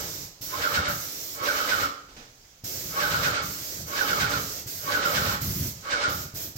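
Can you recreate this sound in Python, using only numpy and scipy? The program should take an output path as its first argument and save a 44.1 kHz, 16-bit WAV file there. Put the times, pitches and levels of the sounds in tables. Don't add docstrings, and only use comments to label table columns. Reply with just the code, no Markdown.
import sys
import numpy as np
from scipy import signal
from scipy.fft import rfft, irfft, next_fast_len
from scipy.io import wavfile
from scipy.ndimage import uniform_filter1d, map_coordinates

SR = 44100
rng = np.random.default_rng(int(sys.argv[2]) if len(sys.argv) > 2 else 0)


def master_out(mix):
    frames = np.transpose(np.atleast_2d(mix))
    ceiling = np.clip(frames, -1, 1)
    pcm = np.round(ceiling * 32767).astype(np.int16)
    wavfile.write(sys.argv[1], SR, pcm)


N = 290005
LEAD = SR // 2
T = np.arange(-LEAD, N) / SR

# start, end and rise time in seconds, then fizz, hiss and starting thump in dB.
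HISS_SPELLS = [(-.3, .241, .01, -37, -39.5, -50), (.409, .762, .011, -35.5, -40, -39),
               (.876, 1.352, .012, -34.5, -39.5, -48), (1.411, 1.82, .03, -37.5, -41, -37),
               (2.638, 3.278, .0065, -33.5, -38.5, -32), (3.414, 3.817, .021, -35, -38, -38),
               (3.86, 4.232, .019, -37, -40.5, -33), (4.28, 4.591, .022, -36, -38.5, -42),
               (4.661, 4.965, .015, -34, -39.5, -32), (5.037, 5.324, .02, -34.5, -38.5, -42),
               (5.404, 5.68, .015, -29.3, -36.5, -38), (5.736, 5.91, .028, -53, -50, -70),
               (6.081, 6.226, .023, -35, -39.5, -28.5), (6.339, 6.455, .02, -34, -40, -32),
               (6.556, 6.7, .01, -37, -43, -33)]
# frequency in Hz, relative level in dB.
FIZZ_TONE = [(8000, -16), (10000, -9), (11300, -4.5), (13000, 2), (16000, -1.5)]
HISS_TONE = [(260, -71), (450, -20), (547, -24), (639, -19.5), (1050, -11.5), (1130, -13), (2140, -10),
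             (2880, -12), (5580, -1.5), (7420, -3.5), (10000, -23), (13000, -59), (22000, -120)]
ROAR_TONE = [(150, -64), (285, -0.5), (480, -6.5), (700, -9.5), (950, -48)]
# time in seconds, level in dB.
BLAST_LEVELS = [(0, -44.5), (.3, -50), (.7, -49), (.8, -30), (.86, -39), (.92, -40.5), (1.0, -49),
                (1.3, -58), (1.6, -55), (1.85, -41), (2.1, -52), (2.64, -50), (2.95, -47), (3.25, -34),
                (3.46, -39), (3.7, -56), (3.8, -43), (4.0, -51), (4.2, -36), (4.4, -38), (4.55, -51),
                (5.0, -46), (5.25, -30.5), (5.4, -36), (5.5, -30), (5.66, -31), (5.8, -54), (6.04, -60),
                (6.1, -39), (6.58, -48)]
# frequency in Hz, relative level in dB.
DRUM_TONE = [(20, -39), (41, -13), (65, -1), (88, 2), (125, 0), (170, 0), (215, -7), (280, -14), (400, -22),
             (600, -90)]
# on and off times in seconds, growl in dB, then the spin-up whine's time in seconds,
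# level in dB and early pitch in Hz, and last the time in seconds when the piston is at the bottom.
PUMP_RUNS = [(-.3, -.045, -29, -.2, -30, 1100, -.6), (.461, .92, -32.5, .55, -27, 1025, .548),
             (1.324, 1.865, -31.5, 1.434, -23, 1100, 1.498), (2.873, 3.408, -31, 2.986, -20.5, 1102, 3.041),
             (3.84, 4.384, -31.5, 3.945, -26, 1103, 4.009), (4.787, 5.35, -31.5, 4.894, -22, 1115, 4.956),
             (5.802, 6.097, -31, 5.88, -28, 1122, 5.947)]
# seconds after the bottom, whine in dB, early pitch in Hz, valve puff in dB.
PISTON_STROKES = [(0, -21, 1600, -29.5), (.11, -20.5, 1475, -30.5), (.232, -21, 1545, -26),
                  (.342, -24.5, 1460, -32)]
# frequency in Hz, width in Hz, relative level in dB.
HOUSING_NOTES = [(284, 13.3, -6.5), (446, 65, -11), (515, 25, -7), (595, 50, -4), (820, 27, -10),
                 (1100, 38, -4.5), (1300, 46, -1.5), (1526, 200, -5), (2215, 77, -8), (3046, 56, -11)]
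# frequency in Hz, relative level in dB.
MOTOR_TONE = [(150, -40), (300, -18), (600, -5), (850, -6), (1200, -1), (2000, -10), (4500, -4.5),
              (8000, -17), (15000, -74)]
PUFF_TONE = [(600, 0), (1800, 13), (3300, 8.5), (5000, 7.5), (8000, -2), (15000, -30)]
# start in seconds, peak level in dB.
FLOOR_SCUFFS = [(2.084, -51), (2.163, -46.5), (2.549, -70)]
# frequency in Hz, relative level in dB.
ROOM_TONE = [(15, -30), (25, 9), (157, -10), (190, -33), (263, -6.5), (1560, -8.5), (2050, -9), (3820, -11),
             (6380, -4.5), (9320, -20), (10100, -14), (11000, -17), (16000, -14)]
# frequency in Hz, seconds it takes to fade by 60 dB.
ECHO_TIMES = [(150, 0.82), (1400, 0.57), (5000, 0.57), (13000, 0.31)]
# frequency in Hz, likeness (1 is the same, -1 is opposite).
STEREO_LIKENESS = [(60, .99), (200, .98), (420, .91), (720, .5), (1150, -.35), (1600, -.35), (2200, -.05),
                   (15000, -.03)]
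# frequency in Hz, left minus right in dB.
MIC_BALANCE = [(60, 0.1), (120, 0.1), (240, -1), (480, -2.5), (950, -3), (1890, -3), (3000, -4), (4200, -7),
               (5500, -8), (8500, -2.5), (15000, -3)]

SAG_DB_PER_S, REFILL_DB_PER_S = 7, 14
SPURT_DB, SPURT_S = 1.8, .09
HISS_FOLLOWS = .9
DRUM_LAG_S, DRUM_FADE_S, DRUM_REST_DB = .035, .06, -14
MOTOR_RISE_S, MOTOR_FALL_S = .12, .064
LOADED_HZ = 1180
SPIN_PUFF_DB = -46
SCATTER_DB, SCATTER_HZ = .5, 30
TOP_HZ = 15850


def paint_jet():
    fizz, hiss, thump = np.zeros((3, len(T)))
    pumping = sum(gate(on, off, MOTOR_RISE_S, MOTOR_FALL_S) for on, off, *_ in PUMP_RUNS)
    pressure_db = np.cumsum(REFILL_DB_PER_S * pumping - SAG_DB_PER_S) / SR
    for on, off, rise, fizz_db, hiss_db, thump_db in HISS_SPELLS:
        span = slice(LEAD + round(on * SR), LEAD + round((off + .2) * SR))
        age = T[span] - T[span][0]
        flow = gate(on, off, rise, fall_s=.061)[span]
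        swing_db = pressure_db[span] - pressure_db[span][0] + SPURT_DB * np.exp(-age / SPURT_S)
        fizz[span] += flow * amp(fizz_db + swing_db)
        hiss[span] += flow * amp(hiss_db + HISS_FOLLOWS * swing_db)
        phase = 2 * np.pi * 110 * age + .85 * (1 - np.exp(-age / .00033))
        thump[span] -= amp(thump_db - 60 * age / .077) * np.sin(phase)
    flutter = amp(.6 * wobble(7))
    roar = noise(ROAR_TONE, patchy_db=2)
    body = noise(HISS_TONE, patchy_db=1.6) + amp(-11) * roar
    spray = flutter * (fizz * noise(FIZZ_TONE, patchy_db=1.5) + hiss * body)
    return wall_echo(spray, echo_db=-3) + [[1], [0]] * thump


def drumming_wood():
    times, blast_db = np.transpose(BLAST_LEVELS)
    spells = [gate(on, off + DRUM_LAG_S, rise, DRUM_FADE_S) for on, off, rise, *_ in HISS_SPELLS]
    blowing = np.maximum(np.max(spells, axis=0), amp(DRUM_REST_DB))
    level = amp(np.interp(T, times, blast_db)) * blowing
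    lumps = amp(wobble(25))
    return level * unit(lumps * noise(DRUM_TONE, patchy_db=1.9))


def motor_growl():
    def housing(hz):
        return np.sqrt(sum(amp(2 * db) / (1 + ((hz - note) / (width / 2)) ** 2)
                           for note, width, db in HOUSING_NOTES))

    level = sum(amp(db) * gate(on, off, MOTOR_RISE_S, MOTOR_FALL_S) ** 1.48
                for on, off, db, *_ in PUMP_RUNS)
    broad = noise(MOTOR_TONE, patchy_db=.8)
    ringing = unit(filtered(noise([(100, 0)], patchy_db=2.5), housing))
    return level * (ringing + amp(-3) * broad * np.sqrt(level / level.max()))


def pump_strokes():
    rows = []
    for _, off, _, spin_s, spin_db, spin_hz, bottom_s in PUMP_RUNS:
        rows.append((spin_s, spin_db, spin_hz, SPIN_PUFF_DB))
        scatter = rng.standard_normal((len(PISTON_STROKES), 2)) * [SCATTER_DB, SCATTER_HZ]
        for (delay, db, hz, puff_db), (more_db, more_hz) in zip(PISTON_STROKES, scatter):
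            if spin_s + .03 < bottom_s + delay < off:
                rows.append((bottom_s + delay, db + more_db, hz + more_hz, puff_db))
    return rows


def gears_and_valves():
    whine, puffs = np.zeros((2, len(T))), np.zeros(len(T))
    teeth = np.array([wobble(280), wobble(280)])
    for peak_s, whine_db, early_hz, puff_db in pump_strokes():
        span = slice(LEAD + round((peak_s - .1) * SR), LEAD + round((peak_s + .15) * SR))
        age = T[span] - peak_s
        loaded = early_hz > LOADED_HZ
        pitch = LOADED_HZ + (early_hz - LOADED_HZ) * np.clip(.8 - age / .09, 0, 1.1)
        phase = 2 * np.pi * np.cumsum(pitch) / SR + rng.uniform(0, 2 * np.pi, (2, 1))
        swell = bump(age, .022) + .29 * loaded * bump(age - .05, .044)
        rough = .7 + (.68 if loaded else .25) * teeth[:, span]
        whine[:, span] += amp(whine_db) * swell * rough * np.sin(phase)
        puff_age = age + .031
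        puffs[span] += amp(puff_db) * bump(puff_age, np.where(puff_age < 0, .015, .035))
    return whine + puffs * noise(PUFF_TONE, patchy_db=.5)


def floor_scuffs():
    level = sum(amp(db) * gate(start, start + .018, .0043, .16) for start, db in FLOOR_SCUFFS)
    return level * noise([(60, 14.5), (600, 6), (6000, .5), (15000, -29)], patchy_db=1)


def quiet_garage():
    hush = noise(ROOM_TONE, patchy_db=1.5)
    return amp(-55 + .87 * wobble(9.3)) * hush


def wall_echo(sound, echo_db):
    hz, t, grid = signal.stft(rng.standard_normal((2, SR * 3 // 4)), SR, nperseg=256)
    tail = signal.istft(grid * amp(-60 * t / look_up(ECHO_TIMES, hz)[:, None]), SR, nperseg=256)[1]
    size = tail.shape[1]
    build_up = np.sqrt(look_up(ECHO_TIMES, np.fft.rfftfreq(2 * size, 1 / SR)))
    tail = irfft(rfft(tail, 2 * size) / build_up)[:, :size]
    echo = signal.fftconvolve(sound, tail / np.linalg.norm(tail[0]), axes=1)[:, :len(T)]
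    return (sound + amp(echo_db) * echo) / np.sqrt(1 + amp(2 * echo_db))


def amp(db):
    return 10 ** (np.asarray(db) / 20)


def unit(sound):
    return sound / np.sqrt(np.mean(sound ** 2) + 1e-20)


def look_up(table, hz):
    frequencies, values = np.transpose(table)
    return np.interp(np.log(hz + 1), np.log(frequencies + 1), values)


def filtered(sound, gain_at):
    size = next_fast_len(sound.shape[-1] + SR // 4)
    gains = gain_at(np.fft.rfftfreq(size, 1 / SR))
    return irfft(rfft(sound, size) * gains, size)[..., :sound.shape[-1]]


def gate(on, off, rise_s, fall_s):
    return np.clip(np.minimum((T - on) / rise_s, 1 - (T - off) / fall_s), 0, 1)


def bump(offset, width):
    return np.exp(-(offset / width) ** 2)


def wobble(rate):
    points = rng.standard_normal(int(len(T) * rate / SR) + 4)
    return map_coordinates(points, [np.arange(len(T)) * rate / SR])


def noise(tone, patchy_db):
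    grid = signal.stft(rng.standard_normal((2, len(T))), nperseg=512)[2]
    patches = uniform_filter1d(rng.standard_normal(grid.shape[1:]), 5, axis=0)
    patches = uniform_filter1d(patches, 10, axis=1)
    pair = signal.istft(grid * amp(patchy_db * unit(patches)), nperseg=512)[1][:, :len(T)]
    return unit(filtered(pair, lambda hz: amp(look_up(tone, hz))))


def to_stereo(pair):
    def shares(hz):
        angle = np.arccos(np.clip(look_up(STEREO_LIKENESS, hz), -1, 1)) / 2
        return np.array([np.cos(angle), np.sin(angle)])

    middle, side = filtered(pair, shares)
    return np.array([middle + side, middle - side])


def scene():
    hush = quiet_garage()
    gun = paint_jet() + drumming_wood()
    pump = motor_growl() + gears_and_valves()
    pump_and_scuffs = wall_echo(pump + floor_scuffs(), echo_db=-5)
    return to_stereo(gun + pump_and_scuffs + hush)[:, LEAD:]


def record(dry):
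    def microphones(hz):
        balance = amp(np.outer([.5, -.5], look_up(MIC_BALANCE, hz)))
        dip = amp(-12 * bump(hz - 10100, 600))
        return balance * dip * (hz < TOP_HZ)

    return filtered(dry, microphones)


dry = scene()
out = record(dry)
master_out(out)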